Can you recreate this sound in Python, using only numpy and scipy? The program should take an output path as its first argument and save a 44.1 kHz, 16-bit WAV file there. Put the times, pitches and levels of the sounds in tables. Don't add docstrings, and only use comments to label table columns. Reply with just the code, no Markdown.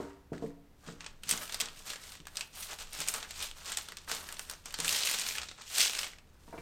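import sys
import numpy as np
from scipy import signal
from scipy.fft import rfft, irfft
from scipy.io import wavfile
from scipy.ndimage import uniform_filter1d

SR = 44100
rng = np.random.default_rng(int(sys.argv[2]) if len(sys.argv) > 2 else 0)


def store_wav(level_fs):
    pcm = np.round(np.clip(np.atleast_2d(level_fs), -1, 1) * 32767)
    wavfile.write(sys.argv[1], SR, pcm.T.astype(np.int16))


N = 291501

# pitch_hz [Hz], level_db [dB per Hz]
PAPER_COLOUR = [(120, -50), (200, -12), (306, -19), (388, -11.5), (701, -9), (977, -8), (1640, 0.5),
                (2690, 6.5), (8440, 3.5), (10500, -18), (14700, -18), (15500, -34), (16400, -14.5)]


def undb(db):
    return 10 ** (np.asarray(db) / 20)


def unit(x):
    return x / np.sqrt(np.mean(x ** 2))


def curve(table, hz):
    point_hz, value = np.transpose(table)
    return np.interp(np.log(np.maximum(hz, 1)), np.log(point_hz), value)


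def thirds(hz):
    body = 1 / (1 + (hz / 1500) ** 6)
    air = 1 - 1 / (1 + (hz / 9500) ** 16)
    return body, 1 - body - air, air


def fade(t, t60):
    return np.exp(-np.log(1000) * t / t60)


def walk(rate):
    hold = int(SR / rate)
    steps = np.repeat(rng.standard_normal(N // hold + 1), hold)
    smooth = uniform_filter1d(uniform_filter1d(steps, hold), hold)
    return 1.3 * smooth[:N]


def grit(per_s, spread_db, tail_ms):
    hit = rng.random(N) < per_s / SR
    kicks = hit * undb(spread_db * np.minimum(rng.exponential(size=N), 3.1))
    keep = np.exp(-1 / (max(tail_ms, .05) * SR / 1000))
    return signal.lfilter([1], [1, -keep], kicks)


def strokes():
    # top_s [s], middle_db [dB], rise_ms, hold_ms, fall_ms [ms; 20 dB per rise or fall],
    # body_db and air_db [dB against the middle]
    hand_strokes = [(0.0, -57.5, 10, 5.9, 192, 6.5, -7.5), (0.331, -63, 15, 8, 160, 2, -5),
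                    (0.423, -60, 10, 6.1, 110, -4, -7), (0.884, -52.5, 80, 4, 104, -1.5, -7.5),
                    (1.01, -60, 43, 48, 150, -1.5, -10), (1.239, -54, 16, 26, 110, -11, -5),
                    (1.3, -39, 35, 29, 117, -5.5, -1), (1.419, -45.5, 20, 13, 68, -2, 4.5),
                    (1.552, -46, 190, 10, 84, -5.5, -8), (1.605, -45.5, 22, 10, 140, -2.5, -5),
                    (1.781, -54, 110, 29, 60, -5.5, -3.5), (1.871, -45, 42, 59, 85, -8, -4.5),
                    (2.022, -52.5, 80, 125, 84, -8.5, -3.5), (2.37, -55.5, 110, 44, 97, -0.5, 1),
                    (2.55, -50.5, 33, 20, 91, -8.5, -16), (2.61, -46, 80, 35, 89, -11.5, 2.5),
                    (2.71, -44, 67, 25, 46, -5, -5), (2.805, -45.5, 45, 14, 86, -6, -7),
                    (2.935, -45, 18, 44, 120, -14, -8), (3.014, -40.5, 107, 7.1, 55, -6, -0.5),
                    (3.085, -39.5, 21, 5, 47, -4, 7), (3.146, -42.5, 43, 7, 160, -2.5, -2.5),
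                    (3.303, -46.5, 22, 4.5, 32, -9, -26), (3.43, -37, 120, 4.5, 89, -9.5, -6),
                    (3.568, -53.5, 32, 58, 110, -4, -4), (3.66, -44.5, 23, 36, 80, -5, -6),
                    (3.72, -42, 35, 14, 59, -11, -8), (3.772, -43, 10, 4.5, 95, -9, -2),
                    (3.85, -57, 100, 80, 50, -3.5, -5), (3.97, -62.5, 20, 85, 50, -5, -8),
                    (4.088, -43, 15.5, 74, 108, -4.5, -0.5), (4.24, -52.5, 130, 100, 150, -5, -4),
                    (4.39, -56, 18, 35, 120, -4, 5.5), (4.504, -52, 83, 10, 130, -4, -2),
                    (4.662, -49.5, 21, 11, 170, -4.5, -8), (4.772, -50, 26, 10, 80, -8, -13),
                    (4.803, -39.5, 21, 10, 260, -5, -17), (4.891, -34.5, 86, 80, 150, -11.5, 0.5),
                    (5.06, -35, 120, 80, 235, -14, -4), (5.24, -38.5, 150, 65, 110, -14.5, -4),
                    (5.36, -43.5, 150, 20, 163, -7.5, -9), (5.581, -57, 13, 53, 60, -1, -18),
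                    (5.799, -26.5, 86, 11, 135, -14.5, -3), (5.96, -41, 170, 73, 96, -9, -5.5),
                    (6.61, -61, 400, 10, 100, -4, -3)]
    ms = np.arange(0, N / SR * 1000 + 1)
    power = 1e-12
    for top_s, middle_db, rise_ms, hold_ms, fall_ms, body_db, air_db in hand_strokes:
        since = ms - top_s * 1000
        rising = np.maximum(-since, 0) / max(rise_ms, 1)
        falling = np.maximum(since - hold_ms, 0) / max(fall_ms, 1)
        band_db = np.array([[body_db], [0], [air_db]])
        power = power + undb(middle_db - 20 * (rising + falling) + band_db) ** 2
    sample_ms = np.arange(N) / SR * 1000
    return [np.interp(sample_ms, ms, np.sqrt(p)) for p in power]


def slide(levels):
    hz = np.arange(N // 2 + 1) * SR / N
    colour = undb(curve(PAPER_COLOUR, hz))
    shared = unit(grit(260, 3.6, 1.0))
    hiss = 0
    for share, level, sharp in zip(thirds(hz), levels, (.3, .45, .6)):
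        slips = 1.43 + sharp * shared + 0.65 * unit(grit(150, 6.8, 2.7))
        noise = rng.standard_normal(N) * slips * undb(1.28 * walk(25.64))
        band = irfft(rfft(noise) * share * colour, N)
        hiss = hiss + unit(band) * level
    return hiss


def snaps(rows, size=4096, crest_db=10.0):
    flutter_t60_s, slow_t60_s, air_t60_s, tick_t60_s = .018, .15, .03, .003
    lead = 64
    out = np.zeros(N + size)
    hz = np.arange(size // 2 + 1) * SR / size
    colour = undb(curve(PAPER_COLOUR, hz))
    body, middle, air = thirds(hz)
    late = np.maximum((np.arange(size) - lead) / SR, 0)
    noises = rng.standard_normal((len(rows), size))
    for (start_s, peak_db, ring_hz, body_db, air_db, hold_ms, tick_db), noise in zip(rows, noises):
        after = np.maximum(late - hold_ms / 1000, 0)
        started = noise * (late > 0)
        tick = undb(tick_db)
        burst = started * (fade(after, flutter_t60_s) + 0.45 * fade(after, slow_t60_s))
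        burst += tick * started * fade(late, tick_t60_s)
        burst[72:75] += tick * 1.4 * np.array([1, -.5, -1])
        ring = 1 + 1.4 / (1 + ((hz - ring_hz) / (.17 * ring_hz)) ** 2)
        pop = rfft(burst) * colour * ring
        i = int(start_s * SR) - lead
        # about 1 ms for the middle, 7 ms for the rest
        for share, rel_db, span in ((middle, -crest_db, 40), (body, body_db, 300), (air, air_db, 300)):
            damp = fade(after, air_t60_s) if share is air else 1
            part = irfft(pop * share, size) * damp
            loudest = np.sqrt(uniform_filter1d(part ** 2, size=span).max())
            out[i:i + size] += part / loudest * undb(peak_db + rel_db)
    return out[:N]


def crackle(hiss, count=400):
    per_s, over_hiss_db, spread_db = 25, 4, 3.0
    centre_hz, octaves = 3730, 0.2
    body_db, air_db, tick_db = -23.5, -22, 2
    gap, strength, pitch, hold = rng.random((count, 4)).T
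    start_s = np.cumsum(-np.log(1 - gap) / per_s) + .01
    hiss_db = 20 * np.log10(np.interp(start_s * SR, np.arange(N), hiss))
    peak_db = hiss_db + over_hiss_db - spread_db * np.log(1 - .95 * strength)
    ring_hz = centre_hz * 2 ** (octaves * (2 * pitch - 1))
    hold_ms = .4 + 3 * hold ** 2
    same = np.ones(count)
    rows = np.transpose([start_s, peak_db, ring_hz, body_db * same, air_db * same, hold_ms, tick_db * same])
    return rows[start_s < N / SR]


def tray():
    # [Hz, where the modes move most]
    knocks = [(.001, -38, 0.91, -5, 395), (.011, -48.5, 1.3, -3, 278), (0.044, -47, 0.67, 4.5, 387),
              (.319, -37, 1.94, 9.5, 205), (0.337, -42, 2.7, -5, 395), (.423, -39, 1.28, -5, 670),
              (0.427, -46.5, 1.06, -8, 460), (.44, -40.5, 2.1, 6, 460), (0.454, -43.5, 2.3, -9, 161),
              (0.873, -50, 0.9, -24, 282), (.885, -46, 1.53, -5.5, 168), (0.919, -49.5, 1.55, -16, 147),
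              (1.264, -55.5, 4, -18, 210), (1.323, -44.5, 0.76, -18, 203), (1.622, -51.5, 0.95, -4, 220),
              (2.199, -53, 3.6, 14, 166), (2.99, -52, 2.3, -10, 164), (4.117, -48, 0.52, 0, 170),
              (4.79, -46, 1.6, 0, 172), (4.82, -53, 1.6, -25, 166), (5.812, -59, 5.8, -3, 345),
              (6.479, -53, 0.52, -10, 955), (6.527, -46.5, 0.58, 9, 674), (6.539, -46, 0.76, 8.5, 378),
              (6.579, -48.5, 0.2, 12, 667), (6.584, -48, 2, 6, 190)]
    # pitch_hz [Hz], level_db [dB], t60_s [s to die by 60 dB]
    tray_modes = [(149, -25.5, 0.043), (168.8, -5.5, 0.19), (223.5, 1.5, 0.23), (265, -2.5, 0.092),
                  (283.6, 0.5, 0.56), (339, 1, 0.14), (392, 4.5, 0.31), (461.6, 17, 0.087), (564, -8, 0.22),
                  (559, -10, 0.22), (681, 11, 0.11), (806, -10, 0.21), (875, -17, .6), (937, 9, 0.29),
                  (1160, -18, .4), (1530, -19, 0.14), (1500, -34, .25), (1810, -8, .3), (2100, -7, .25),
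                  (2330, -1, 0.22), (2670, -12, 0.1)]
    hz, mode_db, t60_s = np.transpose(tray_modes)
    out = np.zeros(N + SR)
    t = np.arange(SR) / SR
    wash_band = signal.butter(2, [130, 1800], "bandpass", fs=SR, output="sos")
    wash = signal.sosfilt(wash_band, rng.standard_normal(N + SR))
    chances = rng.standard_normal((len(knocks), 2, len(tray_modes)))
    for (start_s, level_db, contact_ms, tilt_db, most_hz), (place, split) in zip(knocks, chances):
        i = max(int(start_s * SR), 0)
        most_db = 12 / (1 + ((hz - most_hz) / (.08 * most_hz)) ** 2)
        gains = undb(mode_db + most_db + tilt_db * np.log2(hz / 400) + 0.5 * place)
        beats = 1 + .4 * np.cos(2 * np.pi * (.015 * hz * split)[:, None] * t)
        tones = np.sin(2 * np.pi * hz[:, None] * t)
        modes = gains @ (beats * fade(t, t60_s[:, None]) * tones)
        thud = fade(t, 0.012) * np.sin(2 * np.pi * np.sqrt(400 * most_hz) * t)
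        dull = unit(wash[i:i + SR]) * fade(t, 0.13)
        ring = modes / np.std(modes[:1024]) + 0.74 * thud + dull
        push = np.hanning(max(contact_ms * SR / 1000, 3))
        ring = signal.fftconvolve(ring, push)[:SR]
        out[i:i + SR] += ring / np.std(ring[:1024]) * undb(level_db)
    return signal.sosfilt(signal.butter(4, 120, "highpass", fs=SR, output="sos"), out[:N])


def room(x):
    # pitch_hz [Hz], t60_s [s to die by 60 dB]
    room_decay = [(200, 0.42), (1000, 0.46), (4000, 0.37), (12000, 0.12)]
    size = SR // 2
    t = np.arange(size) / SR
    hz = np.arange(SR // 4 + 1) * 2.
    noise = rfft(rng.standard_normal(size))
    tail = 0
    for centre in 125 * 2. ** np.arange(8):
        band = np.clip(1 - np.abs(np.log2(np.maximum(hz, 1) / centre)), 0, 1)
        tail = tail + irfft(noise * band) * fade(t, curve(room_decay, centre))
    tail = tail * np.clip(t / 0.0038, 0, 1)
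    return signal.fftconvolve(x, tail / np.sqrt(np.sum(tail ** 2)))[:N]


def hum():
    # pitch_hz [Hz], level_db [dB per Hz]
    hum_colour = [(8, -5), (18, 12), (28, 5), (40, -7), (55, -9), (74, 0.5), (100, -15), (160, -15.5),
                  (230, -20), (280, -23), (340, -24), (670, -28.5), (1500, -34), (9000, -47), (10500, -47),
                  (15000, -46), (16400, -56)]
    # [dB, near 74 Hz]
    rumble = [(0.0, -69, -59), (0.26, -68, -64), (0.48, -62, -64), (0.51, -60, -83), (0.59, -62, -68),
              (1.42, -54, -65), (1.88, -62, -68), (3.28, -53, -65), (3.87, -62, -64), (4.77, -55, -64),
              (5.21, -63, -70), (5.49, -66, -61), (5.82, -63, -69), (6.61, -57, -58)]
    upper_db = -65
    t = np.arange(N) / SR
    hz = np.arange(N // 2 + 1) * SR / N
    tone = rfft(rng.standard_normal(N)) * undb(curve(hum_colour, hz))
    low = 1 / (1 + (hz / 42) ** 8)
    low_and_drone = 1 / (1 + (hz / 100) ** 8)
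    time_s, low_db, drone_db = np.transpose(rumble)
    layers = ((low, np.interp(t, time_s, low_db)),
              (low_and_drone - low, np.interp(t, time_s, drone_db)),
              (1 - low_and_drone, upper_db))
    return sum(unit(irfft(tone * share, N)) * undb(db) for share, db in layers)


def scene():
    # [dB, first tick over flutter]
    big_creases = [(0.1058, -52.5, 2780, -2, -28, 1.2, 4), (0.3327, -49, 1600, 1.5, -22, 1.4, 7),
                   (0.3496, -50, 1560, -9, -28, 1.2, 6), (0.3794, -39.5, 1650, -17, -30, 1.2, 1),
                   (0.4623, -46, 1970, -16, -25, 1.2, 4), (0.505, -55, 1650, -9, -17, 1.2, 3),
                   (1.0069, -28.5, 2580, -22.5, -45, 0.8, 4), (1.044, -33, 2750, -23, -45, 1.4, 6),
                   (1.0631, -28, 2600, -20.5, -51, 2.4, 2), (1.2344, -30.5, 3100, -23, -14, 1.5, -2),
                   (1.284, -28.5, 8610, -27, -25, 1.8, -2), (1.2914, -18.5, 5370, -31, -11.5, 3.6, -1),
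                   (1.3021, -22.5, 8500, -30, -9, 1.8, 2), (1.3112, -11.5, 8600, -32, -14, 1.2, 2),
                   (1.3755, -23, 6600, -28, -20, 1.7, 1), (1.495, -28.5, 3380, -18, -23, 1.8, 6),
                   (1.5234, -24.5, 4210, -29, -21, 1.6, 6), (1.5443, -20, 4830, -27.5, -16, 1.7, 3),
                   (1.6015, -19, 2800, -32, -14, 1.5, 4), (1.6065, -13, 8300, -31.5, -32, 2.6, 6),
                   (1.613, -16, 1830, -46, -16, 1.2, 6), (1.6576, -26, 3960, -34, -28, 1.4, 6),
                   (1.6853, -29, 3150, -35, -29, 1.4, 6), (1.9021, -24, 3570, -23.5, -22, 1.5, 3),
                   (1.9341, -28, 1840, -18, -27, 1.2, -2), (1.958, -30.5, 1860, -19, -37, 1.4, 4),
                   (2.038, -34.5, 2010, -33, -15, 1.3, 6), (2.1206, -32, 4300, -28, -16, 1.2, 2),
                   (2.1532, -37.5, 3200, -16, -13, 1.1, 9), (2.2022, -36.5, 3240, -24, -32, 1.5, 3),
                   (2.254, -41, 3170, -18, -22, 1.2, 8), (2.2699, -31, 1790, -15, -14, 1.9, 8),
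                   (2.283, -37, 1640, -25, -20, 1.2, 8), (2.3565, -29.5, 3980, -38, -21, 1.1, 6),
                   (2.37, -18, 5140, -54, -20.5, 1.2, 9), (2.394, -32, 8560, -24, -17, 1.2, 9),
                   (2.409, -18, 2720, -37, -26, 1.7, 5.5), (2.7878, -31, 3960, -23, -21, 1.1, 6),
                   (2.9317, -36, 9000, -20, -4, 0.85, 10), (3.0036, -21.5, 7360, -26, -11.5, 1, 8),
                   (3.066, -35, 1500, -17, -21, 1.2, 6), (3.0762, -23.5, 8530, -30, -24, 1.9, 4),
                   (3.0853, -12.5, 7500, -37, -17, 1.2, 6), (3.1393, -21, 7100, -22, -14, 1.8, 3),
                   (3.2283, -24, 3700, -22, -33, 2, 3), (3.2483, -35.5, 2130, -11, -42, 0.43, 6),
                   (3.3081, -28, 4060, -25, -15, 0.9, 8), (3.4255, -23, 3630, -31, -14, 1.5, 3),
                   (3.5133, -26.5, 3300, -28.5, -25, 1.2, 14.5), (3.7199, -23, 8000, -20.5, -18, 2.9, 9),
                   (3.7716, -17, 8180, -28, -17, 1.2, -1), (3.7858, -25.5, 6930, -20, -23, 1, 8),
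                   (3.8865, -28, 3920, -19.5, -19, 1.2, 6), (3.9213, -31, 1820, -15.5, -20, 1.2, 6),
                   (3.9702, -26.5, 3710, -31, -18.5, 1.3, 3), (3.9846, -35, 5810, -34, -29, 1.3, 6),
                   (4.0774, -42.5, 1870, -4, -22, 0.72, 6), (4.0979, -30.5, 1470, -7.5, -23, 1.2, 1),
                   (4.115, -18, 5650, -19.5, -18, 1.4, 9), (4.1485, -26, 7630, -20, -16, 1.6, 6),
                   (4.2891, -27.5, 1630, -19, -16, 1.7, 9), (4.3252, -27.5, 8310, -24, -14, 1, 11),
                   (4.3426, -33, 3070, -30, -21, 1.2, 6), (4.3682, -34, 3910, -24, -24, 1.2, 4),
                   (4.3943, -21, 6500, -23.5, -18.5, 0.48, 11), (4.498, -25.5, 6100, -20.5, -12, 0.99, 5),
                   (4.5115, -30, 5660, -18, -10, 1.2, 6), (4.5358, -33, 6230, -20, -27, 1.2, 3),
                   (4.6575, -29, 6100, -20.5, -15, 0.98, 7), (4.7072, -34, 3120, -31, -19, 1, 8),
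                   (4.7252, -38, 2100, -22, -11, 0.8, 6), (4.7414, -21.5, 4400, -22, -18, 1.8, 6),
                   (4.788, -23.5, 3440, -21, -19, 0.75, 6), (4.802, -16.5, 6940, -36, -16.5, 1.8, 10),
                   (4.8458, -18.5, 8700, -22.5, -24, 2.4, -1), (4.8564, -24, 6820, -22, -26, 1.2, 6),
                   (4.8801, -12, 3380, -49, -20, 1.9, 6), (4.8918, -13, 4880, -39, -18, 1.5, -1),
                   (4.927, -17, 5460, -25, -15, 1.2, 8), (4.9497, -24, 3820, -23, -18, 1.2, 7),
                   (5.0062, -21, 3900, -25, -22, 1.2, 6), (5.0258, -18.5, 4760, -35, -30, 0.98, 8),
                   (5.0346, -13.5, 4170, -42, -34, 0.88, 10), (5.0608, -20, 3630, -31, -25, 1.4, 6),
                   (5.072, -15.5, 2750, -31, -22, 1, 8), (5.0885, -20.5, 2560, -26, -18, 1.2, 1),
                   (5.1133, -18.5, 3970, -24, -23, 1.1, 12), (5.1407, -29, 2620, -25, -22, 1.2, 6),
                   (5.1866, -20, 5110, -27, -17, 1.2, 6), (5.1964, -18.5, 8740, -29, -18, 1.4, 3),
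                   (5.2184, -23, 4030, -27, -20, 1.2, 11), (5.264, -25, 3980, -25, -25, 1.2, 6),
                   (5.2867, -19.5, 5640, -30, -26, 2.3, 6), (5.3094, -24, 2340, -23, -20, 1.2, 8),
                   (5.3528, -26, 2060, -21, -22, 1.6, 2), (5.3826, -18.5, 2740, -25, -29, 2.3, -1),
                   (5.4161, -25.5, 4260, -27, -35, 1.8, 3), (5.4324, -26, 3950, -20, -26, 0.81, 2),
                   (5.487, -28, 3970, -27, -46, 1.4, 7), (5.5137, -30, 3996, -20, -42, 1.3, 6),
                   (5.6196, -33.5, 4050, -26, -19, 1.2, 6), (5.7828, -12, 4560, -29, -14, 1.2, 9),
                   (5.806, -7, 4530, -43, -23, 0.96, 10), (5.8144, -11, 4770, -45, -23, 1.2, 3),
                   (5.8304, -19, 4420, -26, -17, 1, 6), (5.8597, -20, 4880, -20.5, -22, 1.2, 6),
                   (5.8969, -19, 3060, -24, -33, 0.61, 8), (5.9342, -27, 2630, -19, -21, 1.2, 6),
                   (5.95, -22.5, 2750, -25, -26, 1, 6), (5.9895, -15.5, 4600, -28, -28, 2.2, 6),
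                   (6.0317, -20.5, 2840, -27, -21, 2, 13), (6.0432, -25.5, 2200, -20, -22, 1.4, 6),
                   (6.0667, -31, 2690, -19, -33, 1.9, 2), (6.1337, -38, 1860, -17, -35, 1.3, 6),
                   (6.185, -40.5, 2570, -20.5, -36, 1.5, 3)]
    levels = strokes()
    paper = slide(levels) + snaps(big_creases) + snaps(crackle(levels[1]))
    metal = tray()
    echo = room(undb(-15) * paper + undb(-9.5) * metal)
    return (paper + metal + echo + hum())[None]


def record(dry):
    return signal.sosfilt(signal.ellip(10, .2, 70, 15900, fs=SR, output="sos"), dry)


dry = scene()
out = record(dry)
store_wav(out)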